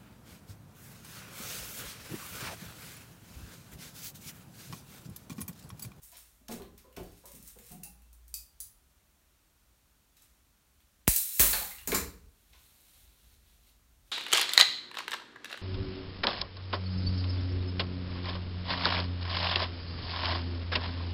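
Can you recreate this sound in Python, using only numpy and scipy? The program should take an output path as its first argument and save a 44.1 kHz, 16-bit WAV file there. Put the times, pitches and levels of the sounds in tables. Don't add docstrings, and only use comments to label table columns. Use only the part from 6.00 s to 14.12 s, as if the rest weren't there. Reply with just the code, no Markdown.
import sys
import numpy as np
from scipy import signal
from scipy.fft import rfft, irfft, next_fast_len
from scipy.io import wavfile

SR = 44100
rng = np.random.default_rng(int(sys.argv[2]) if len(sys.argv) > 2 else 0)


def amplitude_ratio(level_db):
    exponent = np.asarray(level_db, float) / 20
    return 10 ** exponent


def output_pcm(signal):
    pcm = np.clip(np.atleast_2d(signal).T, -1, 1) * 32767
    wavfile.write(sys.argv[1], SR, np.round(pcm).astype(np.int16))


N = 357941


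def rms_one(x):
    return x / np.sqrt(np.mean(x ** 2) + 1e-20)


def peak_one(x):
    return x / np.max(np.abs(x))


def at_hz(points, hz):
    table_hz, values = np.array(points)[:, 0], np.array(points)[:, 1]
    return np.interp(np.log(hz + 1), np.log(table_hz), values)


def band(x, low_hz, high_hz):
    return signal.sosfilt(signal.butter(2, [low_hz, high_hz], "band", fs=SR, output="sos"), x)


def ring(x, hz, t60):
    r, w = amplitude_ratio(-60 / (t60 * SR)), 2 * np.pi * hz / SR
    return signal.lfilter([0, np.sin(w)], [1, -2 * r * np.cos(w), r * r], x + 1e-18)


def add(out, s, sound):
    i = round(s * SR)
    out[i:i + len(sound)] += sound[:N - i]


def swells(t, peak_s, peak_db, swell_s, fall_db_per_s):
    since = t[:, None] - peak_s
    rise = np.clip(1 + since / np.maximum(swell_s, .0005), 0, 1)
    fall = amplitude_ratio(peak_db - np.abs(fall_db_per_s) * np.maximum(since, 0))
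    return np.sqrt(np.sum((rise * fall) ** 2, axis=1))


def burst(length_ms, size=8192):
    return rng.standard_normal(size) * np.exp(-np.arange(size) * 1000 / SR / max(length_ms, .1))


def crack(length_ms):
    touch = .04 * burst(length_ms)
    touch[0] = 1
    for lag in rng.integers(4, 26, size=3):
        loop = np.r_[1, np.zeros(lag - 1), .6]
        touch = signal.lfilter(loop[::-1], loop, touch)
    return touch


def metal(touch, middle_db, notes, ring_db):
    bright = rms_one(band(band(signal.lfilter([1, -.45], 1, touch), 2100, 21000), 3700, 21000))
    middle = rms_one(band(touch, 1700, 4100))
    notes = rms_one(band(notes, 1600, 16000))
    sound = bright + amplitude_ratio(middle_db) * middle + amplitude_ratio(ring_db) * notes
    return sound / np.max(np.abs(bright))


def rumble():
    # (peak time [s], level [dB], swell [s], fall [dB/s])
    booms = [(.58, -54, .1, 39), (1.04, -48.5, 0.073, 91), (1.4, -68, .15, 22), (2.6, -65, 0.12, 23),
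             (5.22, -63, 0.099, 300), (5.56, -51, 0.21, 48), (6.04, -44.5, 0.306, 84),
             (6.259, -56, .06, 102), (6.5, -64.5, 0.074, 31), (7.041, -62, 0.17, 60),
             (7.26, -61.5, 0.051, 17), (8.11, -63, 0.28, 15)]
    # (time [s], level [dB], frequency [Hz])
    drone = [(1.7, -66, 56.3), (1.9, -57.5, 57.7), (2.2, -53.5, 57.5), (2.42, -53, 57.5), (2.5, -82, 56)]
    engine_db = -72
    t, coarse = np.arange(N) / SR, np.arange(0, N, 256) / SR
    level = np.interp(t, coarse, np.hypot(swells(coarse, *np.transpose(booms)), amplitude_ratio(engine_db)))
    boom = level * rms_one(band(rng.standard_normal(N), 38, 72.6))
    s, level_db, hz = np.transpose(drone)
    cycles = np.cumsum(np.interp(t, s, hz)) / SR
    return boom + amplitude_ratio(np.interp(t, s, level_db)) * np.sin(2 * np.pi * cycles)


def hiss():
    # (frequency [Hz], level per Hz [dB])
    hiss_colour = [(53, -22.5), (90, -6.5), (219, -9), (310, -12), (499, -18), (593, -16), (786, -17),
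                   (1410, -16.5), (1790, -19), (15000, -21.5), (16000, -22.5)]
    hiss_db = -69.5
    hz = np.fft.rfftfreq(N, 1 / SR)
    shaped = rfft(rng.standard_normal(N)) * amplitude_ratio(at_hz(hiss_colour, hz))
    return amplitude_ratio(hiss_db) * rms_one(irfft(shaped, N))


def ticks():
    # (time [s], crack peak [dB], middle relative to crack [dB], ringing frequency [Hz])
    touches = [(0.034, -41, -36, 8750), (0.118, -42, -19, 9060), (0.1699, -35, -16, 9200),
               (0.484, -44, -4.5, 4040), (0.5166, -33, -20, 7840), (0.62, -44.5, 0.5, 4180),
               (0.779, -41, -29, 4790), (0.927, -50, -6.5, 2900), (0.966, -38, -3, 3020),
               (1.0327, -42.5, -14, 4530), (1.1204, -51, -16, 8400), (1.178, -47, -23, 9010),
               (1.256, -35, -29, 10800), (1.3182, -35.5, -14.5, 8600), (1.351, -37.5, -32, 6900),
               (1.4267, -38.5, -25, 9100), (1.476, -34, -35, 8650), (1.5873, -38, -8.5, 7100),
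               (1.665, -42.5, -21, 8700), (1.719, -35, -14.5, 9330), (1.8328, -35, -12.5, 2700),
               (2.0202, -50.5, -23, 2660), (2.1296, -45.5, -21, 9250), (2.28, -45, -18, 9000),
               (2.341, -36, -14, 2540), (4.1688, -46.5, -14, 3920), (4.2212, -47, -17, 9400),
               (4.804, -54.5, -3.5, 3440), (6.5336, -55, 8, 3470)]
    contact_ms, ring_db = 1.9, -9.5
    out = np.zeros(N)
    for s, peak_db, middle_db, hz in touches:
        touch = crack(contact_ms)
        add(out, s, amplitude_ratio(peak_db) * metal(touch, middle_db, ring(touch, hz, 0.026), ring_db))
    return out


def rustle(slides, colour, wire_db):
    # (frequency [Hz], t60 [s], share [dB])
    wire_notes = [(2700, 0.17, -8), (4075, 0.047, -7.5), (5540, 0.018, -5), (9000, 0.09, -17)]
    slips_per_s, spread_db = 3500, 3.0
    sizes = amplitude_ratio(spread_db * np.minimum(rng.exponential(1, N), 5)) * rng.choice([-1, 1], N)
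    slips = rms_one(sizes * (rng.random(N) < slips_per_s / SR)) + rng.standard_normal(N)
    slips = slips + sum(amplitude_ratio(db + wire_db) * rms_one(ring(slips, hz, t60)) for hz, t60, db in wire_notes)

    size = next_fast_len(N)
    hz = np.fft.rfftfreq(size, 1 / SR)
    shaped = rfft(slips, size) * amplitude_ratio(at_hz(colour, hz))
    share = 1 / (1 + (hz / 6000) ** 8)
    middle = rms_one(irfft(shaped * share, size)[:N])
    bright = rms_one(irfft(shaped * (1 - share), size)[:N])

    s, bright_db, middle_db, swell_s, fall = np.transpose(slides)
    t, coarse = np.arange(N) / SR, np.arange(0, N, 32) / SR
    bright_level = np.interp(t, coarse, swells(coarse, s, bright_db - 5, swell_s, fall))
    middle_level = np.interp(t, coarse, swells(coarse, s, bright_db + middle_db - 5, swell_s, fall))
    return bright_level * bright + middle_level * middle


def sliding():
    # (peak time [s], bright level [dB], middle relative to bright [dB], swell [s], fall [dB/s])
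    handling = [(.036, -47.5, -14.5, 0.021, 88), (.155, -64, 11, 0.053, 114), (.17, -50.5, -26, 0.0072, 81),
                (.485, -41, -1, 0.004, 1500), (.523, -41.5, -2.5, 0.032, 195), (.779, -66, 9, 0.0045, 200),
                (.968, -53.5, 7, .006, 500), (1.0, -60.5, -1.5, .02, 28), (1.18, -65, -3, 0.11, 180),
                (1.257, -51, -8, 0.0046, 40), (1.353, -47.5, -11, .008, 300), (1.479, -47, -12, 0.04, 152),
                (1.719, -49.5, -8.5, 0.16, 181), (4.168, -63.5, -1.5, 0.0057, 62),
                (4.22, -60, -5, .006, 217)]
    snipping = [
        (5.081, -31.5, -3, .0015, 180),
        (5.168, -22, -16, 0.094, 80.3),
        (5.39, -36.5, -10, .2, 300),
    ]
    rattling = [
        (5.404, -14, -13.5, 0.014, 92),
        (5.52, -23, -34.5, 0.25, 91),
        (5.53, -35, 1, 0.0034, 87),
    ]
    dropping = [
        (5.877, -38, -1.5, .002, 100),
        (5.921, -48, 7.5, 0.0054, 104),
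        (5.948, -25.5, -3, 0.0075, 195),
    ]
    coiling = [
        (6.535, -74, 15, 0.016, 90.3),
        (6.63, -61, -8, 0.1, 60),
        (7.01, -58.5, -5, 0.86, 99.5),
        (7.348, -63.5, -2, 0.9, 201),
        (7.512, -65, -1, 0.15, 81),
        (7.692, -62.5, -1.5, 0.11, 171),
        (8.086, -66, -2, 0.046, 200),
    ]
    # (frequency [Hz], level per Hz [dB])
    handling_colour = [(710, -18), (1200, -10), (2500, -9), (4500, -7.5), (8800, 1), (15600, -1.5)]
    snipping_colour = [(530, -53.5), (900, -28), (2600, -14), (3270, -15), (4050, -8.5), (4790, -11.5),
                       (8800, 1.5), (15600, 2.5)]
    rattling_colour = [(530, -43), (900, -7.5), (1030, -9), (1560, -8), (3510, -9.5), (4300, -4),
                       (4900, -12), (15600, -6)]
    dropping_colour = [(530, -43), (900, 2.5), (1800, -2.5), (3350, -12), (4100, -3), (7270, -10),
                       (15600, -14)]
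    coiling_colour = [(710, -9), (1200, -13), (1920, -9), (4080, -1.5), (5000, -6.5), (10300, 0.5),
                      (13000, 1), (15600, -3)]
    return (rustle(handling, handling_colour, wire_db=-12)
            + rustle(snipping, snipping_colour, wire_db=-9.5)
            + rustle(rattling, rattling_colour, wire_db=-13.5)
            + rustle(dropping, dropping_colour, wire_db=-15)
            + rustle(coiling, coiling_colour, wire_db=-22))


def knocks():
    # (time [s], peak [dB], strongest note [Hz], second note [Hz], length [ms])
    wood_blows = [(.123, -58.5, 994, 692, 30), (.410, -60, 232, 605, 9.9), (.490, -37.5, 247, 435, 49),
                  (.598, -39.5, 413, 1026, 25.5), (.842, -55, 518, 1020, 55),
                  (0.972, -34.5, 395, 198, 35.7), (1.238, -51.5, 560, 1002, 52), (1.336, -52, 197, 245, 38),
                  (1.558, -50.5, 493, 210, 34), (1.706, -47, 188, 720, 58), (1.849, -54, 817, 185, 21),
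                  (5.085, -56.5, 1050, 590, 6.3), (5.398, -28, 590, 1010, 24), (5.531, -34, 842, 1515, 29),
                  (5.613, -37, 814, 856, 9.3), (5.875, -34, 288, 188, 37), (5.921, -24.5, 478, 1070, 14.4),
                  (5.950, -31, 341, 250, 11.5), (6.533, -63.5, 1020, 1486, 42)]
    board_hz, board_db, board_t60_s = 180, -5, 0.16
    out = np.zeros(N)
    for s, peak_db, hz, second_hz, length_ms in wood_blows:
        touch = burst(length_ms, size=16384)
        second_share = .7 * min(hz / second_hz, 1) ** .6
        notes = rms_one(ring(touch, hz, .055)) + second_share * rms_one(ring(touch, second_hz, .05))
        body = rms_one(band(band(touch, hz / 3.16, hz * 1.4), 150, 9000))
        board_share = amplitude_ratio(board_db) * min(330 / hz, 1)
        body = body + board_share * rms_one(ring(touch, board_hz, board_t60_s))
        notes_db = max(-2.5 - 1.4 * (peak_db + 44), -4.0)
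        add(out, s, amplitude_ratio(peak_db) * peak_one(body + amplitude_ratio(notes_db) * notes))
    return out


def cutters():
    # (time [s], crack peak [dB], middle relative to crack [dB], handle note [Hz], ring relative to crack [dB])
    tool_blows = [(1.835, -27.5, -32, 9980, -3), (2.341, -18, -46, 4750, -6.5),
                  (2.6025, -25, -40, 9930, -2.5), (5.073, -35, 6.5, 9380, -10), (5.078, -6, -20, 11000, -6),
                  (5.081, -12.5, -20.5, 13200, -18), (5.162, -12, -30, 9000, -16.5),
                  (5.396, -2.5, -11, 8500, -18), (5.405, -5.5, -26, 13930, -14.5),
                  (5.5311, -27, 1, 4315, 5.5), (5.534, -38, -8, 1590, 11), (5.712, -43, -17, 2080, 3.5),
                  (5.784, -44, 2.5, 2850, -0.5), (5.874, -15.5, -16, 6950, -6.5),
                  (5.919, -19.5, -2.5, 2360, -4), (5.947, -12, -23, 7160, -3.5)]
    # (frequency [Hz], level relative to handle note [dB])
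    jaws = [(4750, -12), (5500, -24.5), (3980, -19)]
    out = np.zeros(N)
    for s, peak_db, middle_db, handle_hz, ring_db in tool_blows:
        touch = crack(1.49)
        handles = ring(touch, handle_hz, .022) + .4 * ring(touch, .97 * handle_hz, .012)
        notes = rms_one(handles) + sum(amplitude_ratio(db) * rms_one(ring(touch, hz, .018)) for hz, db in jaws)
        add(out, s, amplitude_ratio(peak_db) * metal(touch, middle_db, notes, ring_db))
    return out


def clicks():
    # (time [s], peak [dB])
    cut = (5.0787, -9)
    # (time [s], peak [dB])
    bright_clicks = [(2.3413, -17), (2.348, -31), (5.1024, -14.5), (5.109, -21), (5.1144, -15.5),
                     (5.1374, -7.5), (5.1654, -11), (5.1806, -9.5), (5.1906, -11.5), (5.2024, -25),
                     (5.394, -12), (5.4024, -2.5), (5.411, -5), (5.4184, -10), (5.432, -10), (5.4474, -10),
                     (5.455, -3.5), (5.4794, -8.5), (5.6234, -19.5), (5.8324, -34), (5.9744, -16.5),
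                     (5.9864, -17)]
    snap, bounces = np.zeros((2, N))
    snap[round(cut[0] * SR)] = 1
    for s, peak_db in bright_clicks:
        add(bounces, s, amplitude_ratio(peak_db - 1) * crack(.7))
    return amplitude_ratio(cut[1]) * peak_one(band(snap, 400, 3000)) + 1.6 * band(bounces, 6000, 21000)


def thumps():
    # (time [s], peak [dB], first frequency [Hz], last frequency [Hz], t60 [s])
    cut_thump = [
        (5.0785, -16.5, 420, 40, .115),
    ]
    later_thumps = [
        (5.398, -28, 275.5, 47.3, 0.49),
        (5.931, -54, 200, 58, 0.33),
    ]
    sweep_ms = 4.0
    out, t = np.zeros(N), np.arange(SR // 2) / SR
    for s, peak_db, first_hz, last_hz, t60 in cut_thump + later_thumps:
        hz = last_hz + (first_hz - last_hz) * np.exp(-t * 1000 / sweep_ms)
        cycles = np.cumsum(hz) / SR + 1 / 3
        attack = np.minimum(t * 2000, 1)
        add(out, s, amplitude_ratio(peak_db - 60 * t / t60) * np.sin(2 * np.pi * cycles) * attack)
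    return out


def room(x):
    # (frequency [Hz], t60 [s])
    echo_t60 = [(150, 0.66), (600, 0.41), (2000, 0.39), (6000, 0.3), (15000, 0.31)]
    t = np.arange(SR) / SR
    tail = 0
    for low in 70 * 2.0 ** np.arange(8):
        tail = tail + band(rng.standard_normal(SR), low, 2 * low) * amplitude_ratio(-60 * t / at_hz(echo_t60, 1.4 * low))
    arrival = np.clip((t - .0012) / 0.0033, 0, 1)
    nearby = 1 + 2.3 * np.exp(-t / 0.0029)
    tail = tail * arrival * nearby
    return signal.fftconvolve(x, tail / np.sqrt(np.sum(tail ** 2)))[:N]


def scene():
    send_db = {"ticks": 2, "tool": 2.5, "wood": -1.7, "sliding": -11.5, "clicks": -12.5}
    near = {"ticks": ticks(), "tool": cutters(), "wood": knocks(), "sliding": sliding(), "clicks": clicks()}
    wet = room(sum(amplitude_ratio(send_db[name]) * sound for name, sound in near.items()))
    return (sum(near.values()) + wet + thumps() + rumble() + hiss())[None]


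def band_limit(x):
    return signal.sosfilt(signal.butter(12, 16800, fs=SR, output="sos"), x)


def record(dry):
    # (frequency [Hz], width [Hz], level [dB])
    notches = [(5000, 300, -3), (7700, 200, -2), (10330, 250, -5)]
    cut_hz = 15850
    hz = np.fft.rfftfreq(N, 1 / SR)
    colour_db = sum(db * np.exp(-((hz - f) / width) ** 2) for f, width, db in notches)
    colour_db = colour_db - 45 * np.clip((hz - cut_hz) / 300, 0, 1)
    mix = irfft(rfft(dry) * amplitude_ratio(colour_db), N)
    return band_limit(mix)


dry = scene()
out = record(dry)
output_pcm(out)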